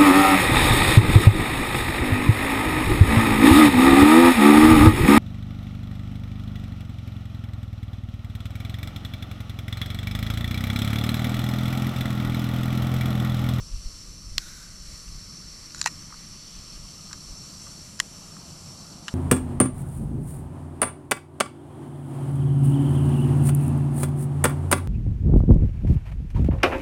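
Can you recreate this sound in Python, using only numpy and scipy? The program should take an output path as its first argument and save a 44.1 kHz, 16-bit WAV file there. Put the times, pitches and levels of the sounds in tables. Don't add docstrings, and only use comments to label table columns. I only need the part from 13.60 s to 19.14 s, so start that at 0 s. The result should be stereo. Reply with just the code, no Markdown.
import sys
import numpy as np
from scipy import signal
from scipy.fft import rfft, irfft, next_fast_len
from scipy.io import wavfile
from scipy.ndimage import uniform_filter1d, map_coordinates

SR = 44100
rng = np.random.default_rng(int(sys.argv[2]) if len(sys.argv) > 2 else 0)


def waveform_to_disk(signal):
    frames = np.transpose(np.atleast_2d(signal))
    scaled = np.clip(frames, -1, 1) * 32767
    samples = np.round(scaled).astype(np.int16)
    wavfile.write(sys.argv[1], SR, samples)


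N = 244314
TIME = np.arange(N) / SR


def amp(db):
    return 10 ** (np.asarray(db) / 20)


def unit(x):
    return x / np.sqrt(np.mean(x ** 2) + 1e-20)


def along(points, hz):
    pitches, values = np.transpose(points)
    return np.interp(np.log(hz + 1), np.log(pitches + 1), values)


def curves(rows):
    times, *columns = np.transpose(rows)
    return [np.interp(TIME, times, column) for column in columns]


def wobble(rate):
    knots = rng.standard_normal(int(N * rate / SR) + 4)
    return map_coordinates(knots, [TIME * rate])


def filtered(x, response):
    size = next_fast_len(N + SR // 2)
    hz = np.fft.rfftfreq(size, 1 / SR)
    return irfft(rfft(x, size) * response(hz), size)[..., :N]


def causal(gain):
    cepstrum = irfft(np.log(np.maximum(gain, 1e-6)))
    half = len(cepstrum) // 2
    return np.exp(rfft(np.r_[cepstrum[0], 2 * cepstrum[1:half], np.zeros(half)]))


def panned(x, left_db):
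    return x * amp([[left_db / 2], [-left_db / 2]])


def rush(gain, patchy_db):
    # frequency in Hz, correlation.
    likeness = [(60, 0.93), (130, .98), (290, 0.84), (640, 0.75), (1400, 0.9), (3100, 0.73), (5500, 1),
                (8000, .95), (12000, .65), (15000, .5)]

    def colour_and_width(hz):
        angle = np.arccos(np.clip(along(likeness, hz), -1, 1)) / 2
        return gain(hz) * np.array([np.cos(angle), np.sin(angle)])

    spectra = signal.stft(rng.standard_normal((2, N)), nperseg=512)[2]
    patches = uniform_filter1d(rng.standard_normal(spectra.shape[1:]), size=6, axis=0)
    patches = unit(uniform_filter1d(patches, size=16, axis=1))
    noise = signal.istft(spectra * amp(patchy_db * patches), nperseg=512)[1][:, :N]
    mid, side = filtered(noise, colour_and_width)
    return unit(np.array([mid + side, mid - side]))


def broad_rush(spectrum, patchy_db):
    return rush(lambda hz: amp(along(spectrum, hz)), patchy_db)


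def resonant_rush(modes, patchy_db):
    def gain(hz):
        peaks = (amp(db) / (1 + (2 * (hz - centre) / width) ** 2) for centre, width, db in modes)
        return np.sqrt(sum(peak ** 2 for peak in peaks))
    return rush(gain, patchy_db)


def distant_rush():
    # frequency in Hz, relative level in dB.
    spectrum = [(150, -5.5), (300, 5), (450, -1.5), (650, 5.5), (900, 2), (1300, 2.5), (1800, -15),
                (3000, -64), (6000, -57)]
    swell = amp(-76 + 4 * TIME)
    return panned(swell * broad_rush(spectrum, patchy_db=0.9), left_db=-3)


def wind():
    # frequency in Hz, relative level in dB.
    spectrum = [(10, -9), (28, -0.5), (42, 0), (65, -13), (100, -13), (160, -40), (400, -70)]
    # time of the peak in seconds, length in seconds, level in dB.
    gust_peaks = [(0.01, 0.055, -35.5), (0.16, 0.067, -28.5), (0.266, 0.03, -31), (0.732, 0.14, -36),
                  (1.27, 0.11, -41), (1.525, 0.086, -36.5), (2.987, 0.076, -43.5), (3.203, 0.12, -42),
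                  (3.703, 0.049, -39)]
    breeze = amp(-44.5 - 2.5 * TIME + 1.5 * wobble(22.25))
    gusts = sum(amp(db) * np.exp(-2 * ((TIME - peak) / length) ** 2) for peak, length, db in gust_peaks)
    eddies = broad_rush(spectrum, patchy_db=4.5)
    power = np.abs(uniform_filter1d(np.mean(eddies ** 2, axis=0), size=4001))
    even_eddies = eddies / np.sqrt(power + 0.028)
    return panned(np.hypot(breeze, gusts) * even_eddies, left_db=-2.8)


def stove():
    # centre in Hz, width in Hz, relative level in dB.
    tube_modes = [(1192, 430, -13), (4300, 530, -8), (4600, 490, -8.5), (5493, 336, 1), (6004, 340, -2.5)]
    whistle_modes = [(7320, 770, 0), (8040, 960, -6.5), (9600, 570, -9), (11360, 490, -12),
                     (14200, 600, -27)]
    # frequency in Hz, relative level in dB.
    jet_spectrum = [(200, -27), (600, -19), (850, -33.5), (1500, -25.5), (2000, -27), (2800, -22.5),
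                    (3400, -25.5), (6600, -21.5), (9000, -24), (10300, -23.5), (10850, -28), (12500, -30.5),
                    (13200, -32.5), (14400, -50), (15300, -49)]
    flame_spectrum = [(30, -33), (80, -1), (120, -3), (160, 1), (200, -2), (255, -11), (320, -11.5),
                      (430, -22), (700, -32.5), (1500, -88)]
    # time in seconds, tube and flame levels in dB before their trims.
    burn_drift = [(0.0, -48, -55.5), (0.66, -48.5, -53.5), (0.99, -49, -55), (1.62, -46.5, -53.5),
                  (2.13, -46.5, -53), (2.33, -47.5, -51), (2.65, -47, -54.5), (3.87, -46.5, -50.5),
                  (4.18, -47, -51), (4.35, -50.5, -53), (5.26, -48.5, -50.5), (5.54, -51, -52)]
    # time in seconds, level in dB before its trim.
    treble_drift = [(0.0, -56), (0.46, -55), (0.59, -56.5), (0.82, -57), (0.94, -56.5), (1.34, -53),
                    (1.6, -55.5), (2.17, -54), (2.31, -52.5), (2.45, -56), (2.7, -55.5), (2.87, -55.5),
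                    (3.56, -54), (4.03, -51), (4.84, -55), (5.14, -52.5), (5.25, -55), (5.54, -56.5)]
    # time in seconds, lower and upper midrange levels in dB.
    mid_drift = [(0.0, -73, -61.5), (0.7, -66, -68), (1.1, -63.5, -70), (1.6, -63, -66), (2.1, -62.5, -64),
                 (2.6, -61.5, -62), (2.95, -69, -59.5), (3.35, -75, -60), (3.9, -71, -66.5),
                 (4.3, -65, -63), (4.9, -75, -63), (5.54, -68, -65.5)]
    tube_db, flame_db = curves(burn_drift)
    treble_db, = curves(treble_drift)
    lower_db, upper_db = curves(mid_drift)
    jet_db = -53.5 + 0.5 * (treble_db - treble_db.mean())
    ring = amp(tube_db + 1.5) * resonant_rush(tube_modes, patchy_db=1)
    whistle = amp(treble_db - 0.5) * resonant_rush(whistle_modes, patchy_db=0.5)
    jet = amp(jet_db) * broad_rush(jet_spectrum, patchy_db=1)
    mids = amp(lower_db) * resonant_rush([(2020, 940, 0)], patchy_db=1.5)
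    mids += amp(upper_db) * resonant_rush([(3000, 1560, 0)], patchy_db=1.5)
    flame = amp(flame_db + 3.5) * broad_rush(flame_spectrum, patchy_db=1)
    gas_flutter = amp(0.47 * wobble(20))
    hiss = gas_flutter * (ring + whistle + jet + mids)
    return panned(hiss, left_db=-0.4) + panned(flame, left_db=-1)


def escaping_gas():
    # centre in Hz, width in Hz, relative level in dB.
    slit_modes = [(1870, 1700, 1), (3820, 790, 6), (4970, 1000, 3), (6900, 2300, 6), (8400, 1200, -11),
                  (10640, 990, 3.5), (12600, 1800, -4.5)]
    head_space = [(1490, 220, 0)]
    # start in seconds, hold in seconds, level of the hiss in dB.
    leaks = [(0.776, 0.23, -47.5), (2.135, 0.12, -53)]
    attack_s, sag_db_per_s = 0.015, 10
    open_s, empty_s = 2.26, 0.02

    def flow(fade_db_per_s):
        total = np.zeros(N)
        for start, hold, db in leaks:
            age = TIME - start
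            sag_db = sag_db_per_s * np.clip(age, 0, hold)
            fade_db = fade_db_per_s * np.maximum(age - hold, 0)
            total += np.clip(age / attack_s, 0, 1) * amp(db - sag_db - fade_db)
        return total

    pressure = np.clip(1 - (TIME - open_s) / empty_s, 0, 1)
    hiss = flow(fade_db_per_s=132) * resonant_rush(slit_modes, patchy_db=1.5)
    hollow = flow(fade_db_per_s=62) * resonant_rush(head_space, patchy_db=0)
    flutter = amp(0.97 * wobble(71.4))
    return pressure * flutter * (hiss + amp(-6.5) * hollow)


def shell_ring(force, hz, drive_db):
    # centre in Hz, width in Hz, relative level in dB.
    modes = [(1160, 680, 1), (1520, 400, 5.5), (1930, 120, -1), (2740, 440, -3.5), (3280, 440, 0.5),
             (4025, 490, 5), (5230, 210, 3), (5200, 740, 0.5), (6040, 390, 1), (7090, 280, 3),
             (7700, 650, -2.5), (9250, 470, -9), (9800, 220, -3.5), (11600, 120, -9)]
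    travel_s, lap_s, direct_share = 0.0004, 0.00045, 0.45
    power = sum(amp(db) ** 2 / (1 + (hz / width - centre ** 2 / (width * (hz + 1))) ** 2)
                for centre, width, db in modes)
    bending = np.exp(-4j * np.pi * travel_s * np.sqrt(hz * 1000))
    lap = np.exp(-2j * np.pi * hz * lap_s)
    laps = (direct_share + lap) / (1 + direct_share * lap)
    return irfft(rfft(force) * causal(np.sqrt(power) * amp(drive_db)) * bending * laps)


def buckle(level_db, touch, patch_hz, t60, crumple, second_hz=0, second_db=0,
           fall_below=0, fall_above=0, patch_db=-2):
    size = 4096
    t, hz = np.arange(size) / SR, np.fft.rfftfreq(size, 1 / SR)
    fade = amp(-60 * t / t60)
    force = unit(t == 0) + crumple * unit(rng.standard_normal(size) * fade)
    octaves = np.log2((hz + 1) / patch_hz)
    drive_db = along(touch, hz) - np.abs(octaves) * np.where(octaves < 0, fall_below, fall_above)
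    ring = shell_ring(force, hz, drive_db)
    notes = np.sin(2 * np.pi * patch_hz * t) + amp(second_db) * np.sin(2 * np.pi * second_hz * t)
    attack = (1 - np.exp(-t / 0.00061)) ** 2
    sound = unit(ring) + amp(patch_db) * unit(notes * fade * attack)
    return amp(level_db) * unit(sound) * np.sqrt(0.005 * SR / size)


def finger_taps():
    # start in seconds, level in dB.
    taps = [(2.5022, -49.5), (2.523, -42), (2.5398, -45.5), (3.5098, -44), (3.5303, -42), (4.067, -46.5),
            (4.765, -45.5), (5.4863, -41)]
    # frequency in Hz, gain in dB.
    touch = [(380, -82), (880, 19), (1800, 12), (2800, 2), (6000, -28), (15500, -23)]
    return [(start, buckle(db, touch, patch_hz=1235, t60=0.033, crumple=3.5)) for start, db in taps]


def tab_ticks():
    # start in seconds, level in dB, patch note in Hz, second note in Hz.
    ticks = [(1.481, -52, 1520, 2690), (2.106, -50, 1520, 2700), (2.1466, -35, 6900, 1470),
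             (2.1592, -46, 1520, 7000), (2.182, -41, 1520, 6950), (2.194, -45, 1520, 7000),
             (2.199, -45, 1520, 7060), (2.2142, -20, 4840, 7050), (2.227, -36, 3820, 6700),
             (2.2416, -32.5, 3950, 4600), (2.256, -36, 6200, 4400), (3.5296, -32, 7320, 5620),
             (4.392, -36, 1600, 5460), (4.641, -50, 1250, 6900)]
    # frequency in Hz, gain in dB.
    touch = [(380, -11), (880, -11), (1550, -3.5), (2500, -0.5), (3200, -11.5), (4100, 1), (5500, 3.5),
             (7000, 4), (8400, -5.5), (11000, -8.5), (13000, -11), (15500, -19)]
    return [(start, buckle(db, touch, hz, t60=0.01, crumple=1, second_hz=hz2, second_db=3, patch_db=1.5))
            for start, db, hz, hz2 in ticks]


def lid_tears():
    # start in seconds, level in dB, patch note in Hz, second note in Hz, its relative level
    # in dB, 60 dB decay time in seconds, ratio of crumple to kick.
    tears = [(2.2598, -17, 900, 1930, 1.5, 0.014, 0.51), (2.2651, -27.5, 1930, 4150, -4, 0.049, 2.9),
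             (2.2715, -25.5, 2720, 5970, 0, 0.019, 2), (2.2728, -26, 1860, 4110, -15, 0.034, 2.2)]
    # frequency in Hz, gain in dB.
    touch = [(380, -24), (750, -1), (1000, 11), (1400, 5.5), (1950, -2), (2500, 20), (3200, -3),
             (4900, 2.5), (6000, 8.5), (9000, 3.5), (13300, 0), (15500, -10)]
    return [(start, buckle(db, touch, hz, t60, crumple, hz2, db2))
            for start, db, hz, hz2, db2, t60, crumple in tears]


def metal_snaps():
    # start in seconds, level in dB, patch note in Hz, second note in Hz, its relative level
    # in dB, fall of the drive below and above the patch note in dB per octave,
    # 60 dB decay time in seconds, ratio of crumple to kick.
    snaps = [(0.7808, -17, 4125, 11800, -20.5, 11, 14.5, 0.0075, 0.32),
             (4.4006, -15.5, 1936, 4070, -8, 3, -0.5, 0.0083, 0.44),
             (5.4815, -27, 1510, 2820, 4, 10, 4.5, 0.0085, 0.82),
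             (5.4856, -33.5, 3000, 1790, -2, 2, 7, 0.033, 1.6)]
    # frequency in Hz, gain in dB.
    touch = [(380, -26), (750, -17.5), (1100, -0.5), (1500, -2.5), (2200, -2), (3100, 2), (4400, -3.5),
             (6800, -1), (8000, 1.5), (12000, -6), (14200, -5), (15500, -10)]
    return [(start, buckle(db, touch, hz, t60, crumple, hz2, db2, below, above))
            for start, db, hz, hz2, db2, below, above, t60, crumple in snaps]


def can():
    direct = np.zeros(N + SR)
    for start, sound in metal_snaps() + lid_tears() + tab_ticks() + finger_taps():
        direct[round(start * SR):][:len(sound)] += sound
    t, scatter_t60 = np.arange(SR // 10) / SR, 0.034
    tail = rng.standard_normal((2, len(t))) * amp(-60 * t / scatter_t60)
    scatter = signal.fftconvolve(direct[None], tail / np.linalg.norm(tail[0]), axes=1)[:, :N]
    return panned(direct[:N], left_db=1) + amp(-15) * scatter


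def scene():
    right_lead_s = 1.3e-5
    delays = right_lead_s * np.array([[0.5], [-0.5]])
    mix = can() + escaping_gas() + stove() + wind() + distant_rush()
    return filtered(mix, lambda hz: np.exp(-2j * np.pi * hz * delays))


def record(dry):
    top_hz, edge_hz = 15800, 700
    return filtered(dry, lambda hz: np.clip((top_hz - hz) / edge_hz, 0, 1))


dry = scene()
out = record(dry)
waveform_to_disk(out)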